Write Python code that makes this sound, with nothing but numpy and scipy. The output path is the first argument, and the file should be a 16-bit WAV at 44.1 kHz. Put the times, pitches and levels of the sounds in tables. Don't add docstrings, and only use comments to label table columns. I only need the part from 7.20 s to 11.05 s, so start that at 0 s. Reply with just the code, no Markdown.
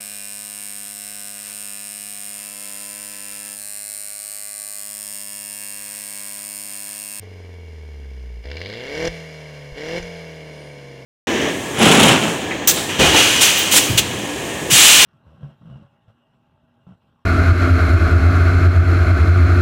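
import sys
import numpy as np
from scipy import signal
from scipy.fft import rfft, irfft, next_fast_len
from scipy.io import wavfile
from scipy.ndimage import uniform_filter1d

SR = 44100
rng = np.random.default_rng(int(sys.argv[2]) if len(sys.argv) > 2 else 0)


def bounce(signal):
    frames = np.transpose(np.atleast_2d(signal))
    limited = np.clip(frames, -1, 1)
    pcm = np.round(limited * 32767).astype(np.int16)
    wavfile.write(sys.argv[1], SR, pcm)


N = 169785
T = np.arange(N) / SR

# (time [s], firings per second [Hz])
FIRING_RATE = [(0, 97.2), (.4, 83.9), (.8, 70.5), (1.235, 56.4), (1.255, 62), (1.33, 74.1), (1.41, 86.8),
               (1.55, 112.8), (1.68, 137.6), (1.79, 158.4), (1.88, 169.6), (1.95, 164.2), (2.2, 153.4),
               (2.55, 140), (2.79, 177.8), (2.88, 170.5), (3.4, 148.4), (3.85, 130.3)]
# (opens [s], closes [s])
BLIPS = [(1.237, 1.878), (2.553, 2.785)]
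# (time [s], pipe note [dB], rasp [dB])
EXHAUST_LEVELS = [(0.0, -45, -50.5), (1.23, -51.5, -54), (1.25, -40.5, -44), (1.68, -34, -36),
                  (1.88, -21, -28.5), (1.89, -37, -36.5), (2.06, -42, -42), (2.54, -43.5, -45.5),
                  (2.58, -34, -38), (2.78, -25, -31.5), (2.81, -36, -38.5), (3.15, -41, -43.5),
                  (3.77, -42.5, -47), (3.85, -43, -47)]
# (pulse [dB], puff [dB], lateness [gaps between firings])
CYLINDERS_DRIVEN = [(0, 0, -.13), (-2.5, -4, -.12), (-4, -4.5, -.19), (-1, -3, -.125)]
CYLINDERS_COASTING = [(-1, 0, .5), (-5, -4, .58), (-4, -1, .55), (-1, -6, .33)]
CYLINDERS_IDLING = [(-3.5, 0, .16), (-4, -2, .13), (-6.5, 0, .17), (0, -1, .05)]
# (frequency [Hz], gain [dB])
BARK = [(70, -28), (130, 0.5), (200, 4.5), (240, -1.5), (300, 0), (380, 1), (440, 6.5), (505, 9.5),
        (560, -5.5), (620, 0), (800, -13.5), (920, -10.5), (1300, -22.5), (1600, -17), (2200, -43.5)]
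GROWL = [(200, -17.5), (360, -13.5), (410, -4), (480, 7.5), (540, -5), (600, -2), (680, -3.5), (780, -16),
         (930, -11.5), (1300, -28)]
BURBLE = [(170, -7), (240, -6.5), (350, -5.5), (450, 7.5), (520, -9), (610, -7), (800, -14), (930, -12.5),
          (1300, -27)]
# (frequency [Hz], gain [dB])
TURBULENCE = [(20, 4), (60, -0.5), (130, -2.5), (240, -12.5), (480, 0.5), (560, 1), (700, 2), (1000, -13.5),
              (1400, -19.5)]
# (frequency [Hz], gain [dB])
TAILPIPE = [(700, -19), (1080, -11), (1320, -18), (1550, -6), (2000, -4.5), (2240, 4.5), (2400, -7.5),
            (2580, -18.5), (2740, -3), (3050, -9), (3480, -10.5), (3880, -19.5), (4140, -9.5), (4520, -19),
            (4980, -8), (5350, -16), (5800, -16), (6250, -19), (6600, -18.5), (7170, -20.5), (7600, -30),
            (8500, -27), (9700, -25.5), (11500, -35), (12200, -30), (15000, -44)]
# (frequency [Hz], gain [dB])
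HARD_PUFF_TONE = [(1000, -4.5), (1900, 2), (2250, -2), (3400, 1), (5000, 0), (5850, 2.5), (6600, -8),
                  (7200, 1), (8500, -6.5), (15000, -4)]
CRACK_TONE = [(600, 8), (2200, 10), (3200, 6), (5000, 6), (5900, 19), (8000, 8), (15000, -16)]
SLOW_FLOW_TONE = [(100, -17), (4900, 2.5), (5700, -15.5), (15000, -3)]
# (time [s], level [dB])
BOOM_LEVEL = [(0, -39.5), (.7, -35), (1.05, -32), (1.2, -32), (1.24, -42), (1.265, -30.5), (1.4, -35),
              (1.55, -41), (1.67, -39.5), (1.78, -33.5), (1.88, -35.5), (2.1, -41), (2.5, -39.5),
              (2.57, -50), (2.8, -37), (2.9, -38.5), (3.2, -41), (3.85, -44)]
# (time [s], relative level [dB])
CRACKS = [(1.2549, -24), (1.3152, -17), (1.3689, -12.5), (1.4153, -13.5), (1.4593, -18), (1.4992, -19),
          (1.5372, -17), (1.826, -16), (1.8535, -8.5), (1.8747, -8), (2.7345, -29), (2.783, -21),
          (2.827, -20)]
THUDS = [(1.884, -30.5), (2.521, -35), (2.797, -36), (2.828, -35)]
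# (time [s], centre [Hz], level [dB])
HISS = [(1.25, 4670, -70), (1.34, 4400, -52), (1.45, 4096, -45.5), (1.56, 3855, -45), (1.7, 3400, -76)]
AIR = [(3.15, 9400, -82), (3.44, 9200, -61), (3.75, 9000, -83)]
# (time [s], level [dB])
FLUTTER_LEVEL = [(2.9, -68), (3.2, -51), (3.6, -49), (3.85, -52)]
# (frequency [Hz], gain [dB])
FLUTTER_TONE = [(190, -7.5), (250, -12), (310, -6), (400, -15.5)]
OUTDOOR_TONE = [(20, -64), (60, -35), (250, 11.5), (600, -22), (1300, -13), (5000, -31), (15000, -26)]

FIRST_FIRING_S = 1.2555
SLOW_HZ, FAST_HZ = 77, 154
OPENING_S, CLOSING_S = 0.0055, 0.056
HARD_PUFF_DECAY_S, SOFT_PUFF_DECAY_S, CRACK_DECAY_S = 0.0049, 0.011, 0.0032
THUD_HZ, THUD_DECAY_S = 46.4, 0.021
RUSH_KEPT = 0.47


def pipe_note(count, throttle, fast, level_db):
    driven = firings(count, CYLINDERS_DRIVEN, "pulse", scatter_db=.8, jitter_s=.00003)
    coasting = firings(count, CYLINDERS_COASTING, "pulse", scatter_db=.7, jitter_s=.00002)
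    idling = firings(count, CYLINDERS_IDLING, "pulse", scatter_db=.8, jitter_s=.00005)
    bark = even_out(colour(-driven, BARK))
    growl = even_out(colour(-coasting, GROWL))
    burble = even_out(colour(-idling, BURBLE))
    off_throttle = even_out(fast * growl + (1 - fast) * burble)
    note = throttle * from_db(.25) * bark + (1 - throttle) * from_db(-.26) * off_throttle
    turbulence = from_db(-16 + 4 * throttle) * unit_level(colour(noise(), TURBULENCE))
    return from_db(level_db) * (note + turbulence)


def rasp(count, throttle, fast, level_db):
    driven = firings(count - .13, CYLINDERS_DRIVEN, "puff", scatter_db=1, jitter_s=.00003)
    coasting = firings(count - .3, CYLINDERS_COASTING, "puff", scatter_db=2, jitter_s=.00004)
    idling = firings(count - .2, CYLINDERS_IDLING, "puff", scatter_db=2, jitter_s=.00004)
    hard = puffs(driven, HARD_PUFF_DECAY_S, steady=.019, click=.27)
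    hard = even_out(dull_when_slow(colour(hard, HARD_PUFF_TONE), fast))
    off_throttle = fast * coasting + (1 - fast) * idling
    soft = even_out(puffs(off_throttle, SOFT_PUFF_DECAY_S, steady=1, click=.53))
    soft_share = 1 - throttle * (1 - RUSH_KEPT)
    gas = throttle * from_db(-.37) * hard + soft_share * from_db(-.4) * soft
    return from_db(level_db) * gas + throttle * sinking_hiss(driven)


def puffs(pulses, decay_s, steady, click):
    flare = unit_level(die_away(pulses, decay_s))
    return colour((flare + steady) * noise() + click * unit_level(pulses), TAILPIPE)


def boom(count, fast):
    level_db, = curves(BOOM_LEVEL)
    angle = 2 * np.pi * count
    half = from_db(-29 + 19.5 * fast) * np.cos(angle / 2)
    double = from_db(-21) * np.cos(2 * angle)
    triple = (1 - fast) * from_db(-23.5) * np.cos(3 * angle)
    return -np.sqrt(2) * from_db(level_db) * (np.cos(angle) + half + double + triple)


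def cracks(fast):
    times, db = np.transpose(CRACKS)
    hits = clicks(times, from_db(db))
    bursts = .47 * die_away(hits, CRACK_DECAY_S) * noise() + .98 * hits
    ringing = colour(bursts, TAILPIPE)
    return dull_when_slow(colour(ringing, CRACK_TONE), fast)


def thuds():
    times, db = np.transpose(THUDS)
    age = np.maximum(T - times[:, None], 0)
    swings = np.sin(2 * np.pi * THUD_HZ * age) * np.exp(-age / THUD_DECAY_S)
    return -2 * from_db(db) @ swings


def sinking_hiss(pulses):
    return gliding_band(HISS) * even_out(die_away(pulses, HARD_PUFF_DECAY_S))


def flutter():
    level_db, = curves(FLUTTER_LEVEL)
    return from_db(level_db) * unit_level(colour(noise(), FLUTTER_TONE))


def outdoors(level_db=-59):
    return from_db(level_db) * unit_level(colour(noise(), OUTDOOR_TONE))


def firings(count, cylinders, kind, scatter_db, jitter_s):
    number = np.arange(np.ceil(count[0]) + 1, np.floor(count[-1])).astype(int)
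    pulse_db, puff_db, late = np.array(cylinders)[number % len(cylinders)].T
    chance = rng.standard_normal((800, 2))[:len(number)]
    times = np.interp(number + late, count, T) + jitter_s * chance[:, 0]
    db = {"pulse": pulse_db, "puff": puff_db}[kind] + scatter_db * chance[:, 1]
    return clicks(times, from_db(db))


def dull_when_slow(x, fast):
    return fast ** 2 * x + (1 - fast ** 2) * colour(x, SLOW_FLOW_TONE)


def gliding_band(rows, half_width_hz=910):
    hz, level_db = curves(rows)
    lowpass = signal.butter(4, half_width_hz, fs=SR, output="sos")
    band = signal.sosfilt(lowpass, noise() + 1j * noise())
    shifted_up = np.real(band * np.exp(2j * np.pi * np.cumsum(hz) / SR))
    return from_db(level_db) * unit_level(shifted_up)


def colour(x, points):
    size = next_fast_len(N + SR // 4, real=True) // 2 * 2
    hz, db = np.transpose(points)
    f = np.maximum(np.arange(size // 2 + 1) * SR / size, 1)
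    edges = (np.minimum(f / hz[0], 1) * np.minimum(hz[-1] / f, 1) ** 2) ** 2
    gain = from_db(np.interp(np.log(f), np.log(hz), db)) * edges
    cepstrum = irfft(np.log(gain))
    cepstrum[1:size // 2] *= 2
    cepstrum[size // 2 + 1:] = 0
    return irfft(rfft(x, size) * np.exp(rfft(cepstrum)))[:N]


def clicks(times, gains):
    at = np.clip(np.asarray(times) * SR, 0, N - 2)
    i = at.astype(int)
    return np.bincount(i, gains * (1 - at + i), N) + np.bincount(i + 1, gains * (at - i), N)


def die_away(x, decay_s):
    return signal.lfilter([1], [1, -np.exp(-1 / (decay_s * SR))], x + 1e-18)


def even_out(x):
    power = uniform_filter1d(uniform_filter1d(x ** 2, size=3500), size=3500)
    return x / np.sqrt(np.abs(power) + 1e-20)


def unit_level(x):
    return x / np.sqrt(np.mean(x ** 2) + 1e-20)


def curves(rows):
    times, *columns = np.transpose(rows)
    return [np.interp(T, times, column) for column in columns]


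def from_db(db):
    return 10 ** (np.asarray(db) / 20)


def noise():
    return rng.standard_normal(N)


def scene():
    rate_hz, = curves(FIRING_RATE)
    count = np.cumsum(rate_hz) / SR
    count -= np.interp(FIRST_FIRING_S, T, count)
    fast = np.clip((rate_hz - SLOW_HZ) / (FAST_HZ - SLOW_HZ), 0, 1)
    throttle = sum(np.clip((T - on) / OPENING_S, 0, 1) * np.clip(1 - (T - off) / CLOSING_S, 0, 1)
                   for on, off in BLIPS)
    note_db, rasp_db = curves(EXHAUST_LEVELS)
    background = outdoors()
    exhaust = pipe_note(count, throttle, fast, note_db) + rasp(count, throttle, fast, rasp_db)
    exhaust += boom(count, fast) + cracks(fast) + thuds()
    return (exhaust + flutter() + gliding_band(AIR) + background)[None]


def record(dry, cutoff_hz=14950):
    return signal.sosfilt(signal.ellip(10, .1, 80, cutoff_hz, fs=SR, output="sos"), dry)


dry = scene()
out = record(dry)
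bounce(out)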